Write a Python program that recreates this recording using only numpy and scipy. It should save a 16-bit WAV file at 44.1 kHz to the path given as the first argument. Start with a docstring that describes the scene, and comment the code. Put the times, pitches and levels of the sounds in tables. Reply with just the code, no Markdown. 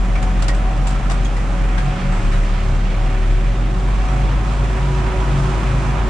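"""Inside a cab that rolls beside a tractor and its forage harvester in a maize field.
From the start the cab's six-cylinder diesel throbs at low revs as summed sines, and noise rings the air modes.
Tractor and harvester hum as harmonics and roar as coloured noise; jolted fittings rattle as decaying bursts.
Near 2 s the diesel sags and an air mode begins to growl in surges, a sine of wandering pitch.
The diesel then picks up, above its first speed in the end, and its timing gears whine, a sine tied to its speed."""
import sys
import numpy as np
from scipy import signal
from scipy.fft import rfft, irfft, next_fast_len
from scipy.io import wavfile
from scipy.ndimage import uniform_filter1d

SR = 44100
rng = np.random.default_rng(int(sys.argv[2]) if len(sys.argv) > 2 else 0)


def wav_out(sig):
    """Save sig, one row per channel (or a flat mono array), as 16-bit PCM at SR to the path in sys.argv[1]."""
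    wavfile.write(sys.argv[1], SR, np.round(np.clip(np.atleast_2d(sig).T, -1, 1) * 32767).astype(np.int16))


N = 268569
T = np.arange(N) / SR
CYLINDERS = 6  # of the cab's own diesel

# likeness of hum and roar at the two ears: f/Hz, side minus mid level/dB
EAR_WIDTH = [(60, -9.5), (190, -22), (340, -16), (600, -9), (1060, -3), (3300, -7), (6000, -2), (9000, 2)]
# balance of hum and roar between the ears: f/Hz, left minus right level/dB
EAR_LEAN = [(250, -1), (600, -2), (1060, -3.5), (3300, -2), (6000, 0.2)]


def undb(db):
    """Decibels to amplitude ratio: 20 dB is a factor of ten."""
    return 10 ** (np.asarray(db) / 20)


def unit(x):
    """Normalise to an rms value of 1."""
    return x / np.sqrt(np.mean(x ** 2))


def curves(table):
    """Linear interpolation in time: one value per sample for each column after t."""
    s, *columns = np.transpose(table)
    return [np.interp(T, s, c) for c in columns]


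def at(table, hz):
    """Interpolation of a spectrum on a logarithmic frequency axis."""
    f, value = np.transpose(table)
    return np.interp(np.log(hz), np.log(f), value)


def lift(table, hz):
    """Resonance curves, each falling to half its dB at half its width from the centre, summed in dB."""
    return sum(db / (1 + (2 * (hz - f) / width) ** 2) for f, width, db in table)


def resonate(x, hz, width_hz):
    """Two-pole resonance with gain 1 at its centre."""
    b, a = signal.iirpeak(min(hz, SR * .45), hz / width_hz, fs=SR)
    return signal.lfilter(b, a, x)


def walk(rate):
    """Smoothed random process of rms 1, drawn at rate points a second."""
    knots = rng.standard_normal(1024)
    wander = np.interp(T * rate, np.arange(len(knots)), knots)
    return unit(uniform_filter1d(wander, max(int(SR / rate / 2), 1)))


def turns(hz):
    """Phase in radians as the running integral of frequency."""
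    return 2 * np.pi * np.cumsum(hz) / SR


def bump(s, length):
    """Gaussian in time about s, falling to 1/e at length seconds to either side."""
    return np.exp(-((T - s) / length) ** 2)


def spread(mid, side, side_db, lean_db):
    """Mid-side stereo: the sum and difference of a shared and a differing part, then a balance."""
    side = side * undb(side_db)
    left = (mid + side) * undb(lean_db / 2)
    right = (mid - side) * undb(-lean_db / 2)
    return np.array([left, right])


def own_diesel(cycle, firing_hz, boom_db, throb=0.15, waver_db=0.56, order_waver_db=3.0, jitter=0.12,
               firing_db=-1.07):
    """Periodic firing makes a boom; unequal cylinders modulate it and add orders that cab resonances lift."""
    # brief dips of the boom: t/s, depth/dB, half length to 1/e/s
    dips = [(.74, 3, 0.024), (1.01, 10, 0.015), (1.435, 2.5, 0.091), (1.994, 8.5, 0.069),
            (2.214, 11, 0.018), (2.62, 2.5, 0.023), (3.55, 3.5, 0.02), (3.743, 5, .025), (5.843, 6, 0.014)]
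    # lines of the cab's own diesel: multiple of the four-stroke cycle rate, level/dB before the lift
    own_lines = [(4, -55), (8, -49), (10, -56.5), (12, -41.5), (15, -48.5), (16, -42.5), (17, -50),
                 (18, -48.5), (19, -48.5), (20, -46.5), (21, -50), (22, -45.5), (24, -46), (32, -47)]
    # cab resonances that these lines pass through: f/Hz, width/Hz, lift/dB
    booms = [(42.4, 16, 16.5), (74.7, 10, 8), (103.8, 6, 7), (140.7, 15, 2)]
    dips_db = sum(depth * bump(s, length) for s, depth, length in dips)
    throbbing = 1 + throb * (firing_hz / firing_hz.max()) ** 2 * np.cos(cycle)
    gain = undb(boom_db + firing_db + waver_db * walk(17) - dips_db) * throbbing
    firing = CYLINDERS * cycle
    lines = 0
    for order, db in own_lines:
        order = round(order)
        angle = order * cycle + 2 * np.pi * rng.random() + jitter * walk(10.0)
        lift_db = lift(booms, order * firing_hz / CYLINDERS)
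        lines = lines + unit(np.sin(angle)) * undb(db + lift_db + order_waver_db * walk(7))
    boom = gain * unit(np.sin(firing))
    quadrature = gain * unit(np.cos(firing))
    return spread(boom + lines, quadrature, side_db=-18.5, lean_db=0.5)


def cab_drone(drone_db=-6.0, steadiness=0.92):
    """Forced resonance: uneven shaking of the panels, as noise, rings the air modes of the cab."""
    # air modes of the cab: f/Hz, width/Hz before narrowing by the double pass, relative level/dB
    air_modes = [(133.4, 11, -3.5), (140.6, 17.4, -4.5), (243, 32.6, -8)]
    # course of the drone: t/s, level/dB before the common trim drone_db
    drone_levels = [(0, -26), (1.0, -26), (1.9, -28), (3.0, -30), (3.55, -24), (4.0, -27.5), (6.09, -22.5)]
    drone = 0
    for hz, width, db in air_modes:
        ring = resonate(rng.standard_normal(N), hz, 1.23 * width)
        ring = resonate(ring, hz, 1.23 * width)
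        # dividing by most of its own envelope steadies the ring
        swell = np.sqrt(np.abs(uniform_filter1d(ring ** 2, size=4000)) + 1e-12)
        drone = drone + undb(db) * unit(ring / swell ** steadiness)
    return drone * undb(curves(drone_levels)[0] + drone_db)


def diesel(cycle, waver_db=1.5, jitter=0.1):
    """Engine orders at a governed, nearly steady speed: a firing line and weaker ones, each slowly growing or fading."""
    # lines of the other tractor: multiple of its four-stroke cycle rate, mid-time level/dB, slope/(dB/s)
    engine_lines = [(6, -33.5, 1.06), (13, -49, 2), (16, -48, -1.7), (18, -50.5, 1.7)]
    out = 0
    for order, db, db_per_s in engine_lines:
        gain = undb(db + db_per_s * (T - T.mean()) + waver_db * walk(9))
        out = out + gain * unit(np.sin(round(order) * cycle + jitter * walk(11)))
    return out


def rotor(blade, blade_hz, waver_db=1.2, scatter=0.32, free_db_per_hz=-0.3):
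    """Blade-passing harmonics, brighter when crop drags the blades; shifting echoes interfere, so each flutters."""
    # the hum, shifting as the machines pass each other: harmonic, level at the start/dB, slope/(dB/s)
    blade_lines = [(1, -34, -0.71), (2, -46.5, 1.41), (3, -46, -0.05), (4, -41.5, -0.55), (6, -52, 0.1)]
    # swells and fades of one harmonic: t/s, harmonic, rise/dB, half length to 1/e/s
    swells = [(.3, 4, 6, .12), (.68, 4, 3, .12), (.55, 3, 6, .25), (1.6, 3, 6, .14), (1.9, 4, 7, .22),
              (2.03, 1, 9.5, .21), (2.7, 2, 2, .5), (2.2, 3, 5, .35), (2.28, 4, -5, .06), (3.3, 2, 4, .15),
              (3.3, 1, -4, .2), (3.5, 4, -5, .15), (3.85, 1, 5, .14), (3.95, 6, 9, .1), (4.17, 4, 6, .13),
              (4.3, 6, 10, .08), (4.42, 2, -9, .13), (4.5, 3, 4, .12), (4.9, 4, -3, .3), (5.08, 2, 6, .2),
              (5.6, 2, 5.5, .3)]
    out = 0
    for order, level_db, db_per_s in blade_lines:
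        order = round(order)
        swell_db = sum(rise * bump(s, length) for s, harmonic, rise, length in swells
                       if round(harmonic) == order)
        load_db = free_db_per_hz * (blade_hz - np.median(blade_hz)) * (order > 1)
        # direct sound 1 plus a random complex sum of echoes
        echoes = 1 + scatter * min(order / 2, 1) * (walk(13) + 1j * walk(13))
        angle = order * blade + np.angle(echoes)
        gain_db = level_db + db_per_s * T + swell_db + load_db + waver_db * walk(14)
        gain = undb(gain_db) * unit(np.abs(echoes))
        mid = gain * unit(np.sin(angle))
        side = gain * unit(np.sin(angle + 2 * walk(8.1)))
        hz = order * blade_hz[0]
        out = out + spread(mid, side, at(EAR_WIDTH, hz), at(EAR_LEAN, hz))
    return out


def glass(hz, echo=0.077, count=8):
    """Comb filtering: a few echoes within 15 ms at the cab's windows ripple the spectrum finely."""
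    delays = rng.uniform(.003, .015, count)
    return 1 + echo * sum(np.exp(-2j * np.pi * hz * delay) for delay in delays)


def roar(cycle, blade, firing_hz, roar_db=-29.0, knock=0.03, chop=0.031, grain_db=0.57, flicker_db=0.8,
         body_hz=900, clatter_hz=2400, hiss_hz=6000, low_share=0.4, hiss_share=0.42):
    """Broadband noise of fans and chopped crop, amplitude-modulated a little by firings and blades."""
    # colour of the roar: f/Hz, relative spectral level/dB
    roar_colour = [(22, 2.5), (33, 14.5), (48, 13), (62, 3.5), (170, -2), (290, 0.5), (450, -8.5),
                   (900, -7.5), (1700, -10.5), (2600, -12.5), (4500, -22.5), (7800, -29.5), (9600, -33.5),
                   (15000, -42)]
    # standing waves of the cab that lift or swallow the roar: f/Hz, width/Hz, lift/dB
    panels = [(180, 22, 6), (273.3, 18, -15), (606, 15, -5.5), (624, 320, 5), (1060, 200, 1),
              (1305, 200, 3), (2380, 120, 2.5), (3360, 340, 1.5)]
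    # how hard the machines work: t/s, body relative level/dB, clatter relative level/dB
    work = [(0, 0.3, 0), (1.3, 0.5, -0.3), (2.2, -0.5, 3), (2.75, -1.5, 0.8), (3.25, -2, 1.7),
            (3.7, -2.5, -1.5), (4.1, 2.5, 1), (4.7, 2.5, 0.9), (5.3, 5, 2.5), (6.09, 4.5, 2)]
    body, clatter = curves(work)
    hiss = hiss_share * body + (1 - hiss_share) * clatter
    # diesel knock: sharp at each firing, every second one stronger, harder at higher revs
    firing = sum(np.cos(k * cycle) for k in (3, 6, 12)) * (firing_hz / firing_hz.max()) ** 2
    pulse = (1 + knock * firing + chop * np.cos(blade)) * undb(grain_db * walk(160))
    size = next_fast_len(N)
    hz = np.maximum(np.arange(size // 2 + 1) * SR / size, 1)
    colour = undb(at(roar_colour, hz) + lift(panels, hz))
    low_cut = hz / np.hypot(hz, 20)
    mid, side = [rfft(rng.standard_normal(size)) * colour * glass(hz) * low_cut for _ in range(2)]
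    field = spread(mid, side, at(EAR_WIDTH, hz), at(EAR_LEAN, hz))
    scale = undb(roar_db) / irfft(mid).std()
    out = 0
    # each octave follows the work as body, clatter or hiss and flickers on its own
    for centre in 2. ** np.arange(4, 15):
        window = np.maximum(1 - np.abs(np.log2(hz / centre)), 0)
        band = irfft(field * window, size)[:, :N]
        regions = np.log([body_hz, clatter_hz, hiss_hz])
        shares = [np.interp(np.log(centre), regions, row) for row in np.eye(3)]
        body_share = shares[0] * (low_share if centre < body_hz else 1)
        db = body_share * body + shares[1] * clatter + shares[2] * hiss
        out = out + band * undb(db + flicker_db * walk(12)) * (pulse if centre > body_hz else 1)
    return scale * out


def rattles(rise_s=0.0014, chatter_db=1.5, knock_hz=1200, knock_width_hz=2000, ring_scatter=0.79,
            strike_db=15, strike_gap_s=0.0044, count=4, rebound_s=0.019, rebound_db=-10):
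    """Impact excitation: hard strikes amid tiny contacts ring a loose fitting's modes, which decay exponentially."""
    # jolts on the rough ground: t/s, bright level/dB, dull knock level/dB, T60 of both/s,
    # ring f/Hz, ring level/dB, ring T60/s; levels before the decay and the stereo spread
    jolts = [(0.154, -57, -29, 0.094, 2300, -28.5, .09), (.225, -32, -27, 0.076, 6800, -42, .08),
             (.422, -26, -29, .06, 6100, -41, .08), (0.481, -23, -23, 0.062, 5020, -33, .08),
             (.492, -37, -27.5, .06, 1884, -25.5, 0.1), (0.546, -40, -50, 0.12, 7950, -47, .12),
             (.869, -31, -34, 0.13, 7370, -38, .08), (.904, -39, -44, .11, 8060, -46, .11),
             (.955, -58, -37, 0.12, 1330, -27, .1), (1.054, -58, -40, .12, 1350, -30.5, 0.15),
             (1.097, -32, -28, 0.09, 5930, -42, .13), (1.108, -30.5, -28, 0.064, 720, -26, 0.11),
             (1.114, -28.5, -26.5, 0.062, 1176, -28, 0.07), (1.141, -48.5, -34, 0.11, 8550, -48, .1),
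             (1.247, -47, -47, 0.064, 6530, -35.5, 0.056), (1.253, -36, -49, 0.06, 3290, -33.5, .08),
             (1.366, -40, -33, 0.11, 1990, -33.5, .12), (1.777, -42, -27, 0.19, 1640, -34, 0.26),
             (2.12, -57, -33, 0.29, 7800, -50, 0.54), (2.32, -44, -34, 0.45, 3880, -44.5, .35)]
    # what the fittings ring with: f/Hz, width/Hz, relative level/dB
    fittings = [(2890, 200, 27.5), (3600, 2800, 29.5), (4740, 160, 13.5), (7150, 710, 23.5),
                (8270, 440, 17.5), (10700, 1400, 10), (13500, 2600, 0)]
    out = np.zeros((2, N))
    t = T[:SR // 4]
    for s, bright_db, knock_db, t60, ring_hz, ring_db, ring_t60 in jolts:
        # tiny contacts whose level is redrawn 900 times a second
        chatter = np.repeat(rng.standard_normal(len(t)), SR // 900)[:len(t)]
        contacts = rng.standard_normal((2, len(t))) * undb(chatter_db * chatter)
        gaps = strike_gap_s * (.5 + rng.random(count))
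        strikes = (np.cumsum(gaps) * SR).astype(int)
        contacts[:, strikes] += undb(strike_db) * rng.choice([-1, 1], (2, count))
        bright = unit(sum(undb(db) * resonate(contacts, hz, width) for hz, width, db in fittings))
        knock = resonate(contacts, knock_hz, knock_width_hz)
        knock = unit(resonate(knock, knock_hz, knock_width_hz))
        burst = (undb(bright_db) * bright + undb(knock_db) * knock) * np.exp(-np.log(1000) * t / t60)
        # renewed contacts keep knocking the ring out of step
        drift = ring_scatter * ring_hz / SR * np.cumsum(rng.standard_normal((2, len(t))), axis=1)
        tone = unit(np.sin(2 * np.pi * ring_hz * t + drift))
        ring = undb(ring_db) * tone * np.exp(-np.log(1000) * t / ring_t60)
        hit = spread(*burst, side_db=-1, lean_db=0.5) + spread(*ring, side_db=-5, lean_db=-7)
        # the fitting falls back once after the jolt
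        for delay, db in (0, 0), (rebound_s, rebound_db):
            start = int((s + delay) * SR)
            out[:, start:start + len(t)] += undb(db) * hit * (1 - np.exp(-t / rise_s))
    return out


def growl(growl_db=-1.7, mode_hz=138.3, sag_hz=1.6, wander_hz=1.5, waver_db=1.0):
    """A low air mode of the cab resonates in surges; its frequency sits a little lower at high amplitude."""
    # surges of the growl: t/s, level/dB before the common trim growl_db, half length to 1/e/s
    surges = [(1.88, -22, .06), (2.075, -21.5, .065), (2.32, -28, .07), (2.73, -26, .07), (3.05, -28, .11),
              (3.88, -26, .07), (4.22, -24.5, .19), (4.68, -26, .16), (4.91, -22.5, .11),
              (5.38, -19.5, .15), (5.81, -21, .19)]
    gain = sum(undb(db) * bump(s, length) for s, db, length in surges)
    hz = mode_hz - sag_hz * gain / gain.max() + wander_hz * walk(8)
    return gain * unit(np.sin(turns(hz))) * undb(growl_db + waver_db * walk(16))


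def gears(firing_hz, teeth_per_firing=19, whine_db=-41.5, db_per_hz=6, top_speed_hz=51, flutter=0.008):
    """Tooth-meshing tone: timing gears whine in step with the engine, heard only at its higher speeds."""
    phase = turns(firing_hz * teeth_per_firing * (1 + flutter * walk(40)))
    speed_db = db_per_hz * np.minimum(firing_hz - top_speed_hz, 0)
    whine = unit(np.sin(phase)) * undb(whine_db + speed_db + 2 * walk(27))
    return spread(whine, 0, side_db=0, lean_db=-8)


def scene(hunt=0.002, crop_drag=0.004, blades_per_cycle=10.25):
    """Coupled rotation: one engine drives boom, gears and knock; the other tractor drives the harvester's rotor."""
    # speed and pull of the cab's own diesel: t/s, firing rate f/Hz, boom level/dB before its trim
    throttle = [(0, 43.9, -15), (1.3, 44, -15), (1.75, 43.6, -15.5), (1.9, 42.4, -16), (2.05, 38, -16),
                (2.2, 35.8, -15), (2.4, 37.1, -13.5), (2.6, 38.1, -15.5), (3.1, 38.9, -15),
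                (3.39, 39.6, -13.5), (3.54, 44.5, -15), (3.8, 44.8, -15.3), (3.94, 47.8, -14.5),
                (4.5, 50.1, -16), (4.8, 51.3, -17.5), (5.3, 51, -17.7), (6.09, 50.7, -17.3)]
    # the harvester's governed rotor: t/s, blade rate f/Hz
    rotor_speed = [(0, 187), (.45, 186.2), (1.0, 189.8), (1.3, 189.8), (1.55, 186.8), (1.9, 185.5),
                   (2.3, 187), (3.0, 187.6), (3.3, 186.7), (4.35, 186.1), (4.75, 187.2), (6.09, 186.6)]
    firing_hz, boom_db = curves(throttle)
    cycle = turns(firing_hz * (1 + hunt * walk(16))) / CYLINDERS
    blade_hz = curves(rotor_speed)[0]
    blade = turns(blade_hz * (1 + crop_drag * walk(21.915)))
    # the tractor's four-stroke cycle is geared to the blade passes
    tractor_cycle = blade / blades_per_cycle
    cab = own_diesel(cycle, firing_hz, boom_db) + cab_drone() + growl() + gears(firing_hz)
    machines = diesel(tractor_cycle) + rotor(blade, blade_hz) + roar(cycle, blade, firing_hz)
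    return cab + machines + rattles()


def record(dry, port_hz=9900, leak_db=-18, top_hz=15200):
    """Low-pass filtering: a microphone port passes little above 10 kHz, and the recorder cuts the top."""
    port = signal.butter(14, port_hz, fs=SR, output="sos")
    top_cut = signal.ellip(8, .2, 70, top_hz, fs=SR, output="sos")
    dull = signal.sosfilt(port, dry)
    return signal.sosfilt(top_cut, dull + undb(leak_db) * dry)


dry = scene()
out = record(dry)
wav_out(out)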